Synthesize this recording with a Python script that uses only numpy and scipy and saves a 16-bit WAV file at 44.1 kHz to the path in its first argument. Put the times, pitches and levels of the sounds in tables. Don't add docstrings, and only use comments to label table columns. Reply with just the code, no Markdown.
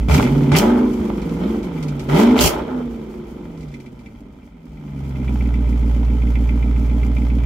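import sys
import numpy as np
from scipy import signal
from scipy.io import wavfile
from scipy.ndimage import uniform_filter1d

SR = 44100
rng = np.random.default_rng(int(sys.argv[2]) if len(sys.argv) > 2 else 0)


def materialize(psi):
    bounded = np.clip(np.atleast_2d(psi).T, -1, 1)
    quanta = np.round(bounded * 32767).astype(np.int16)
    wavfile.write(sys.argv[1], SR, quanta)


N = 328545
IDLE_HZ, IDLE_LOAD_DB, CYCLE_START_S = 59, -19, 6.354

# time in seconds, firing rate in Hz.
FIRING_RATE = [(0, 56.6), (.085, 59), (.1, 68), (.15, 74), (.2, 108), (.26, 128), (.33, 142.6), (.5, 140),
               (.55, 152), (.62, 195), (.71, 213), (.85, 222), (1, 206.7), (1.2, 177), (1.34, 161),
               (1.5, 196), (1.58, 198), (1.75, 162.1), (2.06, 132), (2.14, 150), (2.21, 198), (2.3, 221),
               (2.38, 229), (2.46, 268), (2.55, 281.3), (2.72, 255), (3.1, 213.6), (3.8, 134.9),
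               (4.2, 105.1), (4.6, 80.92), (5, 69.3), (5.4, 60.56), (5.7, 58.8), (6.4, 58.83),
               (7.45, 59.67)]
# time in seconds, load in dB.
LOAD = [(0, -20.5), (.078, -22), (.14, -9.5), (.5, -11), (.62, -11.5), (.84, -13.5), (.94, -17.5),
        (1.02, -16.5), (1.3, -18.5), (1.5, -15), (1.63, -20), (2.07, -22), (2.15, -10), (2.35, -11),
        (2.44, -23), (2.58, -18.5), (2.9, -24.5), (3.5, -28), (3.95, -33.5), (4.6, -38), (4.85, -30),
        (5.3, -19.5), (7.45, -19)]
# relative push, lag in ms, gas puff in dB, rattle over the hiss in dB.
CYLINDERS = [(0.9, 0.46, -3.5, -0.5), (0.83, 2.1, -2.5, -5.5), (1.15, 2.48, -4.5, -11),
             (1.05, 1.62, -10, -3.5), (1.2, 2.05, -11, -9), (0.92, 0.94, 0.5, -2.5), (0.35, 0.57, -0.5, -8),
             (0.96, 2.55, -28, -3)]
FIRST_BANK = [1, 3, 4, 6]
# centre and width in Hz, first and second bank in dB, left minus right in dB.
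PIPE_MODES = [(57, 56, -40, -4, -3.5), (146, 67, -40, -4.3, 1), (208, 13, 3.3, 0.9, 0),
              (242, 58, 0.2, -16, -1.8), (282, 17, -8.6, -18, -1.5), (349, 68, -17.5, -18, -1.5),
              (440, 60, -22, -24, -4)]
PIPE_DB_PER_OCTAVE = [-8, -6, -8, -1, 0.5, 6, 6]
# firing rate in Hz, level over the load in dB.
BOOM_RESPONSE = [(59, 9), (69, -1.5), (80, -33), (105, -10), (133, -8.5), (148, 2.5), (165, -4.5),
                 (190, -24.5), (215, -4), (250, 7.5), (280, -30)]
# centre and width in Hz, level at idle load in dB, dB per dB of load.
SINGING_MODES = [(144, 28, -14, 1.05), (243, 62, -20, 2), (302, 40, -26, 1.5), (293, 24, -29, 1.6),
                 (314, 18, -23, 1.05), (158, 15, -26, .35), (400, 32, -36, 2.0)]
SINGING_ORDERS = [2, 9 / 8, 11 / 8, 12 / 8, 9 / 8, 5 / 8, 2]
# centre in Hz, width in Hz, level in dB.
HOLLOW_MODES = [(152, 20, 0), (235, 26, 0), (290, 20, -3)]
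TIP_MODES = [(399, 104, 5), (584.5, 159, 4.5), (787, 54, -7.5), (847.4, 208, 3.5), (1243, 282, 0),
             (1982, 700, -3), (3000, 480, -7.5), (4900, 500, -21)]
ROAR_MODES = [(452, 92, 6.5), (640, 290, 0), (940, 260, -4.5), (1290, 250, -31)]
RASP_MODES = [(71, 120, 25), (460, 180, 8), (3150, 900, 24.5), (4660, 2300, 22), (6250, 4650, 27.5),
              (10870, 6700, 24), (13400, 1000, -8)]
METAL_MODES = [(2090, 220, -1), (2335, 200, 0), (2560, 260, -6), (3000, 260, -16), (3400, 320, -12),
               (5100, 700, -22)]
THUD_MODES = [(69.5, 64, 1.5), (152.5, 22, -8)]
# opening, wide open and start of hiss decay in seconds, thump and hiss in dB,
# rasp crest in seconds, rasp in dB, rasp rise and fall in dB/s.
BLIPS = [(0.084, 0.111, 0.19, -3.5, -15.5, 0.15, -22, 61, 145),
         (0.518, 0.524, 0.63, -8, -15.5, 0.568, -11, 1500, 260),
         (0.968, 1.005, 1.24, -22, -37, 1.05, -50, 150, 150),
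         (1.4, 1.422, 1.326, -16.5, -17, 1.53, -62, 150, 150),
         (1.607, 1.67, 2.3, -25, -36.5, 2.1, -43, 144, 151.5),
         (2.088, 2.165, 2.23, -12, -12, 2.21, -24.5, 97, 208),
         (2.358, 2.392, 2.35, -34, -11.5, 2.395, -19.5, 296, 299),
         (2.407, 2.409, 2.48, -17, -19.5, 2.468, -9.5, 30, 370),
         (2.703, 2.719, 2.52, -38, -23.5, 2.3, -61, 150, 152)]
# start in seconds, gas in dB, snap in dB, snap pitch in Hz, thud in dB.
POPS = [(0.086, -15, -22, 3200, -2), (0.098, -10, -17, 1350, -30), (0.148, -4, -10, 1000, -20),
        (0.198, -7, -13, 1050, -25), (0.228, -12, -12, 2900, -23), (0.518, -6, -11, 1200, -6),
        (0.552, -9, -4, 2900, -9), (0.558, -9, -3, 2200, -20), (0.566, -8, -4, 4600, -18),
        (0.573, -9, -8, 3500, -25), (0.598, -8, -10, 2000, -25), (0.630, -9, -13, 1800, -25),
        (1.0, -30, -40, 900, -15), (1.102, -15, -25, 900, -22), (2.357, -12, -18, 3100, -30),
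        (2.365, -8, -11, 2200, -30), (2.379, -10, -13, 2100, -30), (2.391, -6, 3, 3600, -15),
        (2.398, -6, -7, 3600, -20), (2.424, -7, -3, 3600, -14), (2.442, -7, -5, 4800, -3),
        (2.476, -12, -11, 2800, -30), (3.14, -27, -40, 900, -34), (3.455, -30, -43, 900, -40)]
# start in seconds, blow in dB, crack relative to the blow in dB.
TICKS = [(0.0867, -18, -10), (0.1143, -12, -8), (0.128, -22, -7), (0.1421, -14, 3), (0.179, -12.5, -12),
         (0.2265, -19, -4), (0.2503, -16, -18), (0.2738, -24, -10), (0.4314, -30, -2), (0.5182, -17, -1),
         (0.533, -18, -9), (0.539, -16, -7), (0.5516, -11, -9), (0.558, -18, -16), (1.2176, -34, 3),
         (1.292, -38, 5), (1.63, -32, 0), (1.7749, -28, -12), (1.8267, -32.5, 7.5), (1.883, -32.5, 5),
         (1.9944, -27, 1.5), (2.1241, -24, -8), (2.1432, -22, -4), (2.1625, -16, -8), (2.2465, -31, -8.5),
         (2.2704, -29, -1), (2.3777, -16, -10), (3.5745, -46, 6), (3.6079, -44, 5), (3.6284, -40, -2),
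         (3.6827, -41, 0), (3.7167, -41, -4), (3.7401, -30, -7), (3.801, -38, 0), (3.8611, -35.5, -6),
         (3.991, -42, -1), (4.0592, -32, -12), (5.1552, -30, -18), (5.2788, -24, -28), (5.4065, -25, -26),
         (5.5397, -24, -28), (5.7258, -33, -24), (6.2192, -28, -24), (6.2696, -29, -26), (6.354, -21, -30),
         (6.4892, -22, -30), (6.6248, -25, -28), (6.7599, -29, -26), (7.0294, -26, -24), (7.1646, -23, -26),
         (7.2972, -28, -22), (7.4344, -27, -22)]
# start and end in seconds, first and last level in dB.
BURBLES = [(0.623, 0.87, -13, -24), (2.503, 2.627, -18, -24), (2.671, 2.82, -25, -28)]


def undb(db):
    return 10 ** (np.asarray(db) / 20)


def unit_rms(x):
    return x / np.sqrt(np.mean(x ** 2))


def pan(left_minus_right_db):
    return undb(np.array([[.5], [-.5]]) * left_minus_right_db)


def butter(x, order, hz, kind="low"):
    return signal.sosfilt(signal.butter(order, hz, kind, fs=SR, output="sos"), x)


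def ring(x, hz, width_hz, widen=2):
    for band_hz in (width_hz, widen * width_hz):
        x = signal.lfilter(*signal.iirpeak(hz, hz / band_hz, SR), x)
    return x


def strike(blows, modes, widen=2):
    return sum(undb(db) * SR / (np.pi * width_hz) * ring(blows, hz, width_hz, widen)
               for hz, width_hz, db in modes)


def fade(x, decay_s):
    return signal.lfilter([1], [1, -np.exp(-1 / (decay_s * SR))], x)


def curve(table):
    return np.interp(np.arange(N) / SR, *np.transpose(table))


def spikes(times_s, size):
    at = np.clip(times_s * SR, 0, N - 2)
    i = at.astype(int)
    return np.bincount(i, size * (1 + i - at), N) + np.bincount(i + 1, size * (at - i), N)


def gas_noise(modes, shared):
    noise = np.sqrt(shared) * rng.standard_normal(N) + np.sqrt(1 - shared) * rng.standard_normal((2, N))
    return unit_rms(sum(undb(db) * ring(noise, hz, width_hz, 1.39) / np.sqrt(width_hz)
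                        for hz, width_hz, db in modes))


def flicker(depth_db=1.6, step_s=.04):
    step = int(step_s * SR)
    steps = np.repeat(rng.standard_normal(N // 500), step)[:N]
    return undb(depth_db * unit_rms(uniform_filter1d(steps, step)))


def pipe(pushes, bank, octaves):
    soft = butter(pushes, 4, 480)
    return sum(undb(bank_db[bank] + tilt_db * octaves) * pan(pan_db) * ring(soft, hz, width_hz, 1.52)
               for (hz, width_hz, *bank_db, pan_db), tilt_db in zip(PIPE_MODES, PIPE_DB_PER_OCTAVE))


def bank_beat(arrival_s, push, in_first, load_db, octaves):
    first = pipe(spikes(arrival_s, push * in_first), 0, octaves)
    second = pipe(spikes(arrival_s, push * ~in_first), 1, octaves)
    beat = second - first
    rms = np.sqrt(uniform_filter1d(np.mean(beat ** 2, axis=0), SR // 4) + 1e-18)
    return undb(load_db - 1.5 * octaves) * beat / rms


def boom(firings, firing_hz, load_db, thump):
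    rate_hz, gain_db = np.transpose(BOOM_RESPONSE)
    level = undb(load_db + np.interp(np.log(firing_hz), np.log(rate_hz), gain_db))
    return np.sqrt(2) * np.hypot(level, thump) * pan(-2.1) * np.cos(2 * np.pi * (firings - .87))


def singing(firings, effort_db, scatter):
    song = 0
    for order, (hz, width_hz, db, per_load) in zip(SINGING_ORDERS, SINGING_MODES):
        partial = undb(db + per_load * effort_db) * np.cos(2 * np.pi * order * firings)
        song += ring(partial, hz, width_hz)
    return song * flicker() ** (2 * scatter)


def rumble(effort_db, octaves):
    deep = undb(-29.5 + .56 * effort_db) * unit_rms(ring(rng.standard_normal(N), 54.6, 21))
    hollow = undb(-30 + .8 * effort_db) * np.clip(octaves, 0, 1) * gas_noise(HOLLOW_MODES, .95)
    return deep + hollow


def tip_gas(pulses, hiss_gain, effort_db, octaves):
    puffs = .5 + uniform_filter1d(fade(pulses, .004), SR // 400)
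    puffs /= np.sqrt(uniform_filter1d(puffs ** 2, SR // 7))
    roar_gain = undb(-50.5 + 1.27 * effort_db + 9.5 * octaves)
    return puffs * (hiss_gain * gas_noise(TIP_MODES, .33) + roar_gain * gas_noise(ROAR_MODES, .53))


def tip_rasp(pulses, blip_gain, effort_db):
    crackle = 1.2 + fade(pulses, .0068)
    crackle /= np.sqrt(uniform_filter1d(crackle ** 2, SR // 7))
    running_gain = undb(-48.5 + .79 * effort_db) * flicker()
    return np.hypot(running_gain, blip_gain) * crackle * gas_noise(RASP_MODES, .068)


def rattle(blows):
    chatter = undb(-21) * fade(blows, .011) * rng.standard_normal((2, N))
    return strike(blows + chatter, METAL_MODES, widen=.45)


def exhaust():
    firing_hz, load_db = curve(FIRING_RATE), curve(LOAD)
    octaves, effort_db = np.log2(firing_hz / IDLE_HZ), load_db - IDLE_LOAD_DB
    scatter = np.clip(.06 + .26 * octaves - .015 * effort_db, 0, 2)
    hiss_gain = undb(-34 + .81 * effort_db)
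    blip_thump, blip_hiss, blip_rasp = throttle_blips()

    firings = np.cumsum(firing_hz) / SR
    firings -= firings[int(CYCLE_START_S * SR)]
    count = np.arange(np.ceil(firings[0]), firings[-1]).astype(int)
    fire_s = np.interp(count, firings, np.arange(N) / SR)
    cylinder = count % len(CYLINDERS)
    push, lag_ms, puff_db, rattle_db = np.transpose(CYLINDERS)[:, cylinder]
    push_draw, puff_draw, rasp_draw, rattle_draw = rng.standard_normal((len(count), 4)).T
    push *= 1 + scatter[(fire_s * SR).astype(int)] * push_draw
    arrival_s = fire_s - .0035 + lag_ms / 1000
    puffs = spikes(fire_s, undb(puff_db + 2 * puff_draw))
    crackles = spikes(fire_s, undb(5.5 * rasp_draw))
    blows = spikes(fire_s, undb(rattle_db + 3 * rattle_draw)) * hiss_gain * undb(-7.5 * octaves)

    pipes = bank_beat(arrival_s, push, np.isin(cylinder, FIRST_BANK), load_db, octaves)
    pipes += boom(firings, firing_hz, load_db, blip_thump)
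    pipes += singing(firings, effort_db, scatter) + rumble(effort_db, octaves)
    tips = tip_gas(puffs, np.hypot(hiss_gain, blip_hiss), effort_db, octaves)
    tips += tip_rasp(crackles, blip_rasp, effort_db) + rattle(blows)
    return pipes + tips * pan(-.9)


def air():
    return undb(-78) * butter(rng.standard_normal((2, N)), 2, 3500, "high")


def throttle_blips(thump_hold_s=.007, thump_fall_db_s=192.5, hiss_fall_db_s=101):
    t = np.arange(0, N / SR, 1 / 2000)
    thump, hiss, rasp = 0, 0, 0
    for open_s, wide_s, fall_s, thump_db, hiss_db, crest_s, rasp_db, up_db_s, down_db_s in BLIPS:
        rise_db = np.where(t < open_s, -np.inf, -10.5 * np.clip((wide_s - t) / (wide_s - open_s), 0, 1))
        thump += undb(thump_db + rise_db - thump_fall_db_s * np.maximum(t - wide_s - thump_hold_s, 0))
        hiss += undb(hiss_db + rise_db - hiss_fall_db_s * np.maximum(t - fall_s, 0))
        rasp += undb(rasp_db + rise_db - np.maximum(up_db_s * (crest_s - t), down_db_s * (t - crest_s)))
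    return [np.interp(np.arange(N) / SR, t, gain) for gain in (thump, hiss, rasp)]


def afterfire(snap_rise_cycles=.65):
    start_s, gas_db, snap_db, snap_hz, thud_db = np.transpose(POPS)
    snap, t = np.zeros(N), np.arange(SR // 100) / SR
    for at, gain, hz in zip((start_s * SR).astype(int), undb(snap_db), snap_hz):
        age = hz * t / snap_rise_cycles
        snap[at:at + len(t)] += gain * age * np.exp(1 - age) * np.sin(2 * np.pi * hz * t)
    thud = strike(spikes(start_s, undb(thud_db)), THUD_MODES)
    gas = fade(spikes(start_s, undb(gas_db)), .002) * gas_noise(TIP_MODES[2:], .48)
    return snap + thud + butter(gas, 2, 1900)


def metal_ticks():
    start_s, blow_db, crack_db = np.transpose(TICKS)
    bright = rng.standard_normal((2, N))
    for hz, width_hz in ((3800, 4200), (4200, 7000)):
        bright = signal.lfilter(*signal.iirpeak(hz, hz / width_hz, SR), bright)
    crack = fade(spikes(start_s, undb(blow_db + crack_db)), .015) * bright
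    return rattle(spikes(start_s, undb(blow_db))) + crack


def burble(pops_per_s=190, spread_db=6):
    pops = np.zeros(N)
    for start_s, end_s, first_db, last_db in BURBLES:
        count = int((end_s - start_s) * pops_per_s)
        jitter, size = rng.random((count, 2)).T
        progress = (np.arange(count) + jitter) / count
        level_db = first_db + progress * (last_db - first_db) + spread_db * (size - .75)
        pops += spikes(start_s + progress * (end_s - start_s), undb(level_db))
    return butter(fade(pops, .004) * gas_noise(TIP_MODES[1:5], .4), 2, 1900)


def yard(x, t60_s=.14, wet_db=-12):
    t = np.arange(SR // 3) / SR
    tail = rng.standard_normal((2, len(t))) * np.exp(-np.log(1000) * t / t60_s) * (t > .003)
    tail /= np.sqrt(np.sum(tail ** 2, axis=1, keepdims=True))
    wet = signal.fftconvolve(x, tail, axes=1)[:, :N]
    return x + undb(wet_db) * butter(wet, 4, 400, "high")


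def scene():
    return yard(exhaust() + afterfire() + metal_ticks() + burble()) + air()


def record(dry, bass_hz=42, top_hz=15700):
    rounded = np.tanh(.57 * butter(dry, 2, bass_hz, "high"))
    return signal.sosfilt(signal.ellip(10, .2, 80, top_hz, fs=SR, output="sos"), rounded)


dry = scene()
out = record(dry)
materialize(out)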